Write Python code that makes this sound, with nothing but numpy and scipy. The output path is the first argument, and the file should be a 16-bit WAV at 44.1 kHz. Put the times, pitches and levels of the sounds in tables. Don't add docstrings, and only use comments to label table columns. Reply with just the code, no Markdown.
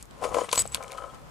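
import sys
import numpy as np
from scipy import signal
from scipy.fft import rfft, irfft
from scipy.io import wavfile

SR = 44100
rng = np.random.default_rng(int(sys.argv[2]) if len(sys.argv) > 2 else 0)


def to_wav(s):
    ch = np.atleast_2d(s).T
    pcm = np.round(np.clip(ch, -1, 1) * 32767)
    wavfile.write(sys.argv[1], SR, pcm.astype(np.int16))


N = 57330
TIME = np.arange(N) / SR

# start in seconds, relative level in dB, brightness in dB per octave,
# boost of the middle modes in dB, set by where it touches.
KNOCKS = [(0.2219, -35.0, 9, 17), (0.2286, -27.5, 4, 11), (0.24, -32.5, 24.5, 17.5), (0.2422, -23, -1, -26),
          (0.2519, -13.5, -9, -20), (0.2618, -36, 0, 7.5), (0.275, -26, -17, -17), (0.2905, -31, -5.5, 6.5),
          (0.3252, -20.5, -4.5, -24), (0.3451, -10, -6.5, -41), (0.3556, -19.5, -6, -6),
          (0.368, -9, -15.5, -35), (0.3743, -26, -10.5, -12), (0.3843, -30, 16, 19.5),
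          (0.3874, -12, -5.5, -24), (0.3961, -37, 2.0, 16), (0.4106, -25.5, 2, -9.5),
          (0.4167, -14.5, -17, -28), (0.4419, -44, 29, 3.5), (0.4862, -29.5, 2.5, -3),
          (0.5293, -11.5, 1.5, -17), (0.5573, -26.5, 7, -7), (0.5758, -21.0, 7, 3),
          (0.5918, -37.0, -27.5, -8), (0.6543, -37, -8, 13.5), (0.7457, -33.5, 3, -22),
          (0.7513, -28.5, 4, -18), (0.7811, -37.5, 4, 5), (0.8066, -45, 13, 18.5), (0.9808, -38, 15, 2),
          (0.9855, -33.5, 1.5, -11), (1.021, -31, 2, -4), (1.0388, -31.5, 3.5, -8)]
# frequency in Hz, relative level in dB, t60 in seconds,
# level change in dB once the base has settled on other contacts.
JAR_MODES = [(338.0, -24, 0.02, -16), (494, -9, 0.051, -16), (554.5, -1, 0.028, 4), (668, -4.5, 0.025, 1.5),
             (757.4, -8.5, 0.028, 2), (1002, -13.5, 0.059, -7), (1040, -5.5, 0.036, 3),
             (1130, -20.5, 0.045, 0.4), (1259, -24.5, 0.17, 8.5), (1290, -34, 0.063, 27),
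             (1496, -33.3, 0.035, -7), (1995, -23.5, 0.039, 0), (2248, -32.5, 0.067, 6.5),
             (3026, -26, 0.032, 7)]
# time in seconds, relative level in dB.
GRIND_LEVEL = [(0.0, -68), (0.14, -61.5), (0.205, -46.5), (0.24, -28.5), (0.275, -39.5), (0.31, -35),
               (0.385, -29.5), (0.43, -35), (0.475, -52.5), (0.56, -39.5), (0.63, -56), (0.71, -58),
               (0.81, -45), (0.87, -48.5), (0.95, -44.5), (1.04, -43), (1.11, -51), (1.3, -63.5)]
GRIND_PER_S, GRIND_SPREAD_DB, GRIND_TILT_DB_PER_OCTAVE = 1400, 2.5, 0.5
SETTLE_S, JAR_BUILD_T60_S, JAR_LOW_CUT_HZ = 0.79, 0.0034, 460
JAR_PAN_DB, JAR_PAN_DB_PER_OCTAVE, JAR_WIDTH = 12, -3, 0.089

# start in seconds, relative level in dB, decay time constant in seconds,
# centre of its brightness in Hz, spread in octaves.
CRACKS = [(0.0264, -22.5, 0.0018, 8800, 0.38), (0.0552, -32, .00034, 8100, 0.89),
          (0.11, -37, 0.00087, 6860, 1), (0.2396, -24, 0.005, 2330, 0.47), (0.25, -25, 0.0028, 2300, 0.49),
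          (.3445, -23, 0.0051, 2720, 1.7), (0.385, -20.5, 0.003, 5300, 0.3),
          (0.41, -31.5, .009, 3080, 0.39), (0.4909, -24, 0.0049, 2760, 0.7),
          (0.515, -16, 0.0021, 4800, 0.29), (0.5284, -8.5, 0.0038, 6660, 1.34),
          (.5447, -15, 0.00074, 8000, .5), (.5526, -13, 0.00056, 8860, 0.88),
          (.557, -10, 0.0027, 5870, 0.38), (0.5778, -6, 0.0015, 5200, 0.67),
          (0.5933, -3.5, 0.00083, 8950, 0.64), (.599, -11, 0.00061, 9700, 0.35),
          (0.6209, -13, 0.00074, 7500, 0.76), (0.6554, -25.5, 0.0011, 890, 1.5),
          (0.6626, -26, 0.00063, 6060, 1.1), (.6754, -22, 0.0023, 7800, 0.23),
          (0.7463, 4, 0.00011, 3000, 0.68), (0.7468, 1.5, 0.00035, 9100, 0.69),
          (0.7567, -12, 0.00035, 2400, .8), (0.7645, -25, 0.00034, 8500, 0.83),
          (.7725, -18.5, 0.00055, 2320, .53), (0.826, -34, 0.0051, 5000, 2),
          (0.8368, -29, .0018, 8100, 0.75), (.88, -32.5, 0.0022, 3400, 1.05),
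          (0.9135, -37, 0.0059, 3000, 1.1), (0.9194, -25, 0.0012, 7000, 1.8),
          (.929, -30, 0.00088, 4800, 1.7), (0.9755, -29.5, 0.00088, 7860, 1.5),
          (0.981, -40, 0.011, 3820, 1), (1.036, -40, .004, 3600, .8), (1.146, -31.5, 0.00034, 8000, 1.5)]
# frequency in Hz, relative level in dB.
GLASS_SPECTRUM = [(60, -14), (300, -4.5), (800, 4), (1100, 3), (1550, 2.5), (1850, -10), (2250, 0),
                  (2700, -2.5), (3600, -2.5), (5300, -6.5), (7500, -3), (10000, -5), (12500, -14.5),
                  (16000, -24)]
CRACK_SNAP_SHARE, CRACK_SKIRT_DB = 0.39, -29
CRACK_TAIL_DB, CRACK_TAIL_S = -26, 0.0087
GLASS_PAN_DB, GLASS_BASS_PAN_DB, GLASS_WIDTH = 2, 18, 0.34

# time in seconds, relative level in dB.
SQUEAL_LEVEL = [(.54, -90), (.555, -58), (.566, -36), (.577, -30), (.580, -21), (.603, -23), (.620, -28),
                (.627, -52), (.64, -100)]
# frequency in Hz, relative level in dB, t60 in seconds.
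SHARD_MODES = [(4070, 4, 0.012), (4870, 4, 0.03), (6940, 12, 0.024), (7200, -2, .018), (8240, 18.5, 0.023),
               (8900, 9, .012), (10000, 5, 0.016)]
SQUEAL_HZ, SQUEAL_WANDER_HZ, SQUEAL_FLUTTER_DB = 7793, 12, 1.2
SHARD_DB = -7

# time in seconds, relative level in dB.
SPRAY_LEVEL = [(.535, -74), (.55, -42), (.58, -40), (.62, -40), (.635, -73)]
SPRAY_LOW_CUT_HZ = 11600

# start in seconds, relative level in dB,
# frequency in Hz, t60 in seconds.
PINGS = [(.252, -39, 4740, 0.038), (.411, -37.5, 3070, .033), (0.576, -22, 4280, 0.029),
         (.5775, -27, 3550, 0.019), (0.6, -22, 9680, 0.017), (.645, -42.5, 7900, 0.09),
         (.675, -42, 7760, 0.051), (.692, -45, 7900, 0.073), (.7212, -32, 7850, 0.062),
         (0.7465, -18.5, 3400, 0.0076), (0.7472, -30, 2260, 0.022), (.828, -35.5, 2300, 0.018),
         (.844, -36, 2300, 0.012), (.905, -36, 2350, 0.0096), (.9195, -40, 2180, 0.028),
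         (.935, -36.5, 2300, 0.012), (1.1, -52.5, 3280, 0.072)]

# middle in seconds, half length in seconds,
# frequency in Hz, relative level in dB.
SQUEAKS = [(0.29, 0.0092, 6740, -47), (0.373, .009, 6800, -46), (0.41, 0.0092, 6760, -43),
           (0.445, 0.0078, 8600, -41.5)]
SQUEAK_T60_S = 0.067

# time in seconds, relative level in dB.
CRUNCH_LEVEL = [(0, -54), (.08, -75), (.21, -60), (.243, -39), (.275, -49), (.325, -53.5), (.35, -44),
                (.41, -41.5), (.475, -54), (.507, -49.5), (.535, -33.5), (.565, -41), (.595, -35.5),
                (.62, -42), (.632, -49), (.71, -59.5), (.75, -39), (.785, -58), (.93, -56), (1.08, -60),
                (1.3, -69.5)]
# frequency in Hz, relative level in dB.
GRIT_SPECTRUM = [(200, -19), (1200, -1), (1750, -6.5), (2400, -0.5), (4000, -5), (6000, -4.5), (8000, -2.5),
                 (10000, -5), (12500, -17.5), (16000, -74)]
GRIT_PER_S, GRIT_SPREAD_DB = 3500, 3
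GRIT_PAN_DB, GRIT_WIDTH = 2, 0.34

# start in seconds, relative level in dB.
THUDS = [(.345, -32), (0.5774, -23), (0.747, -30.5)]
THUD_HZ, THUD_T60_S = 242, 0.0071
SAND_DB, SAND_HIGH_CUT_HZ = -18.5, 296

# time in seconds, relative level in dB.
RUMBLE_LEVEL = [(0, -52.5), (.2, -60), (.3, -49), (.52, -65), (.6, -49), (.72, -49), (.85, -59.5),
                (1.3, -55)]
# frequency in Hz, relative level in dB.
RUMBLE_SPECTRUM = [(20, -20), (40, -6), (55, 11.5), (75, -8), (110, -1.5), (200, -19.5), (500, -37)]
# frequency in Hz, relative level in dB.
AIR_SPECTRUM = [(50, -12), (100, 0.5), (160, 1.5), (300, -5.5), (1000, -8), (2500, -19.5), (8000, -29.5),
                (16000, -55)]
AIR_DB, AIR_GUST_DB = -53.5, 3
WIND_PAN_DB, WIND_WIDTH = 1.5, 1

CUTOFF_HZ = 16400


def from_db(db):
    return 10 ** (np.asarray(db) / 20)


def rms_one(x):
    return x / np.sqrt(np.mean(x ** 2) + 1e-20)


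def gain_over_time(rows):
    return from_db(np.interp(TIME, *np.transpose(rows)))


def spectrum_db(points, hz):
    point_hz, point_db = np.transpose(points)
    return np.interp(np.log(hz), np.log(point_hz), point_db)


def coloured(x, db_at):
    size = 2 * x.shape[-1]
    hz = np.arange(size // 2 + 1) * SR / size + 1
    cepstrum = irfft(np.log(from_db(db_at(hz))))
    cepstrum[1:size // 2] *= 2
    cepstrum[size // 2 + 1:] = 0
    response = np.exp(rfft(cepstrum))
    return irfft(rfft(x, size) * response)[..., :size // 2]


def drift(rate):
    r = np.exp(-2 * np.pi * rate / SR)
    noise = rng.standard_normal(2 * N)
    return rms_one(signal.lfilter([1], [1, -2 * r, r * r], noise)[N:])


def ring(x, hz, t60):
    r = np.exp(-np.log(1000) / (t60 * SR))
    w = 2 * np.pi * hz / SR
    return signal.lfilter([0, np.sin(w)], [1, -2 * r * np.cos(w), r * r], x + 1e-18)


def placed(mid, side, pan_db):
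    gains = from_db([[pan_db / 2], [-pan_db / 2]])
    return np.array([mid + side, mid - side]) * gains / gains.mean()


def clicks_at(s, db):
    out = np.zeros(N)
    out[(s * SR).astype(int)] = from_db(db)
    return out


def grains(per_s, spread_db):
    sizes = from_db(spread_db * np.minimum(rng.exponential(1, N), 5))
    signs = rng.choice([-1, 1], N)
    present = rng.random(N) < per_s / SR
    return rms_one(sizes * signs * present)


def jar():
    s, db, tilt_db, middle_db = np.transpose(KNOCKS)
    rub_mid = grains(GRIND_PER_S, GRIND_SPREAD_DB)
    rub_side = JAR_WIDTH * grains(GRIND_PER_S, GRIND_SPREAD_DB)
    mode_power = sum(from_db(mode_db) ** 2 * t60 * SR for _, mode_db, t60, _ in JAR_MODES)
    body_gain = np.sqrt(mode_power / (4 * np.log(1000)))
    rub = np.array([rub_mid, rub_side]) * gain_over_time(GRIND_LEVEL) / body_gain
    out = np.zeros((2, N))
    for hz, mode_db, t60, settled_db in JAR_MODES:
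        octaves = np.log2(hz / 700)
        tilt_octaves = min(octaves, 1)
        middle = np.exp(-(octaves / 0.32) ** 2)
        clicks = clicks_at(s, db + tilt_db * tilt_octaves + middle_db * middle)
        mid, side = rub * from_db(GRIND_TILT_DB_PER_OCTAVE * tilt_octaves)
        pan_db = JAR_PAN_DB + JAR_PAN_DB_PER_OCTAVE * max(octaves, 0)
        force = placed(mid + clicks, side, pan_db)
        force = force * from_db(mode_db + settled_db * (TIME > SETTLE_S))
        out += ring(force, hz, t60) - ring(force, hz, JAR_BUILD_T60_S)
    low_cut = signal.butter(2, JAR_LOW_CUT_HZ, "high", fs=SR, output="sos")
    return signal.sosfilt(low_cut, out)


def cracks(size=4096):
    out = np.zeros((2, N + size))
    t = np.arange(size) / SR
    for s, db, decay_s, centre_hz, octaves in CRACKS:
        envelope = np.exp(-t / decay_s) + from_db(CRACK_TAIL_DB) * np.exp(-t / CRACK_TAIL_S)
        burst = rng.choice([-1, 1], (2, size)) * envelope * np.sqrt(1 - CRACK_SNAP_SHARE ** 2)
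        burst[0, 0] = CRACK_SNAP_SHARE * np.linalg.norm(envelope)

        def crack_db(hz):
            distance = np.log2(hz / centre_hz) / (3.14 * octaves)
            return spectrum_db(GLASS_SPECTRUM, hz) + CRACK_SKIRT_DB * (1 - 1 / (1 + distance ** 2))

        start = int(s * SR)
        out[:, start:start + size] += from_db(db) * coloured(burst, crack_db)
    mid, side = out[:, :N]
    bass = signal.sosfilt(signal.butter(1, 1800, fs=SR, output="sos"), mid)
    return placed(bass, 0, GLASS_BASS_PAN_DB) + placed(mid - bass, GLASS_WIDTH * side, GLASS_PAN_DB)


def squeal():
    hz = SQUEAL_HZ + SQUEAL_WANDER_HZ * drift(rate=150)
    phase = 2 * np.pi * np.cumsum(hz) / SR
    flutter = from_db(SQUEAL_FLUTTER_DB * drift(rate=230))
    tone = np.sqrt(2) * np.sin(phase) * flutter
    slips = grains(per_s=1900, spread_db=2)
    shards = rms_one(sum(from_db(db) * ring(slips, mode_hz, t60) for mode_hz, db, t60 in SHARD_MODES))
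    return placed(gain_over_time(SQUEAL_LEVEL) * (tone + from_db(SHARD_DB) * shards), 0, pan_db=3.5)


def spray():
    low_cut = signal.butter(2, SPRAY_LOW_CUT_HZ, "high", fs=SR, output="sos")
    clicks = [grains(GRIT_PER_S, GRIT_SPREAD_DB) for _ in range(2)]
    mid, side = rms_one(signal.sosfilt(low_cut, clicks))
    return gain_over_time(SPRAY_LEVEL) * placed(mid, GRIT_WIDTH * side, 0)


def pings():
    out = sum(ring(clicks_at(np.array([s]), db), hz, t60) for s, db, hz, t60 in PINGS)
    return placed(out, 0, pan_db=3.5)


def squeaks():
    out = np.zeros(N)
    for s, half_s, hz, db in SQUEAKS:
        slips = ring(rng.standard_normal(N), hz, SQUEAK_T60_S)
        steadied = rms_one(np.tanh(rms_one(slips)))
        swell = np.exp(-((TIME - s) / half_s) ** 2)
        out += from_db(db) * steadied * swell
    return placed(out, 0, pan_db=2.5)


def crunch():
    def grit():
        clicks = grains(GRIT_PER_S, GRIT_SPREAD_DB)
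        return rms_one(coloured(clicks, lambda hz: spectrum_db(GRIT_SPECTRUM, hz)))

    mid, side = grit(), grit()
    return gain_over_time(CRUNCH_LEVEL) * placed(mid, GRIT_WIDTH * side, GRIT_PAN_DB)


def thuds():
    hits = ring(clicks_at(*np.transpose(THUDS)), THUD_HZ, THUD_T60_S)
    high_cut = signal.butter(2, SAND_HIGH_CUT_HZ, fs=SR, output="sos")
    muffled = rms_one(signal.sosfilt(high_cut, grains(per_s=1800, spread_db=4)))
    return placed(hits + from_db(SAND_DB) * gain_over_time(GRIND_LEVEL) * muffled, 0, pan_db=7)


def wind():
    def noise(spectrum):
        return rms_one(coloured(rng.standard_normal((2, N)), lambda hz: spectrum_db(spectrum, hz)))

    rumble = gain_over_time(RUMBLE_LEVEL) * noise(RUMBLE_SPECTRUM)
    air = from_db(AIR_DB + AIR_GUST_DB * drift(rate=5.0)) * noise(AIR_SPECTRUM)
    mid, side = rumble + air
    return placed(mid, WIND_WIDTH * side, WIND_PAN_DB)


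def scene():
    return jar() + cracks() + squeal() + spray() + pings() + squeaks() + crunch() + thuds() + wind()


def record(dry):
    top = 0.9
    rounded = top * np.tanh(dry / top)
    return signal.sosfilt(signal.cheby2(12, 70, CUTOFF_HZ, fs=SR, output="sos"), rounded)


dry = scene()
out = record(dry)
to_wav(out)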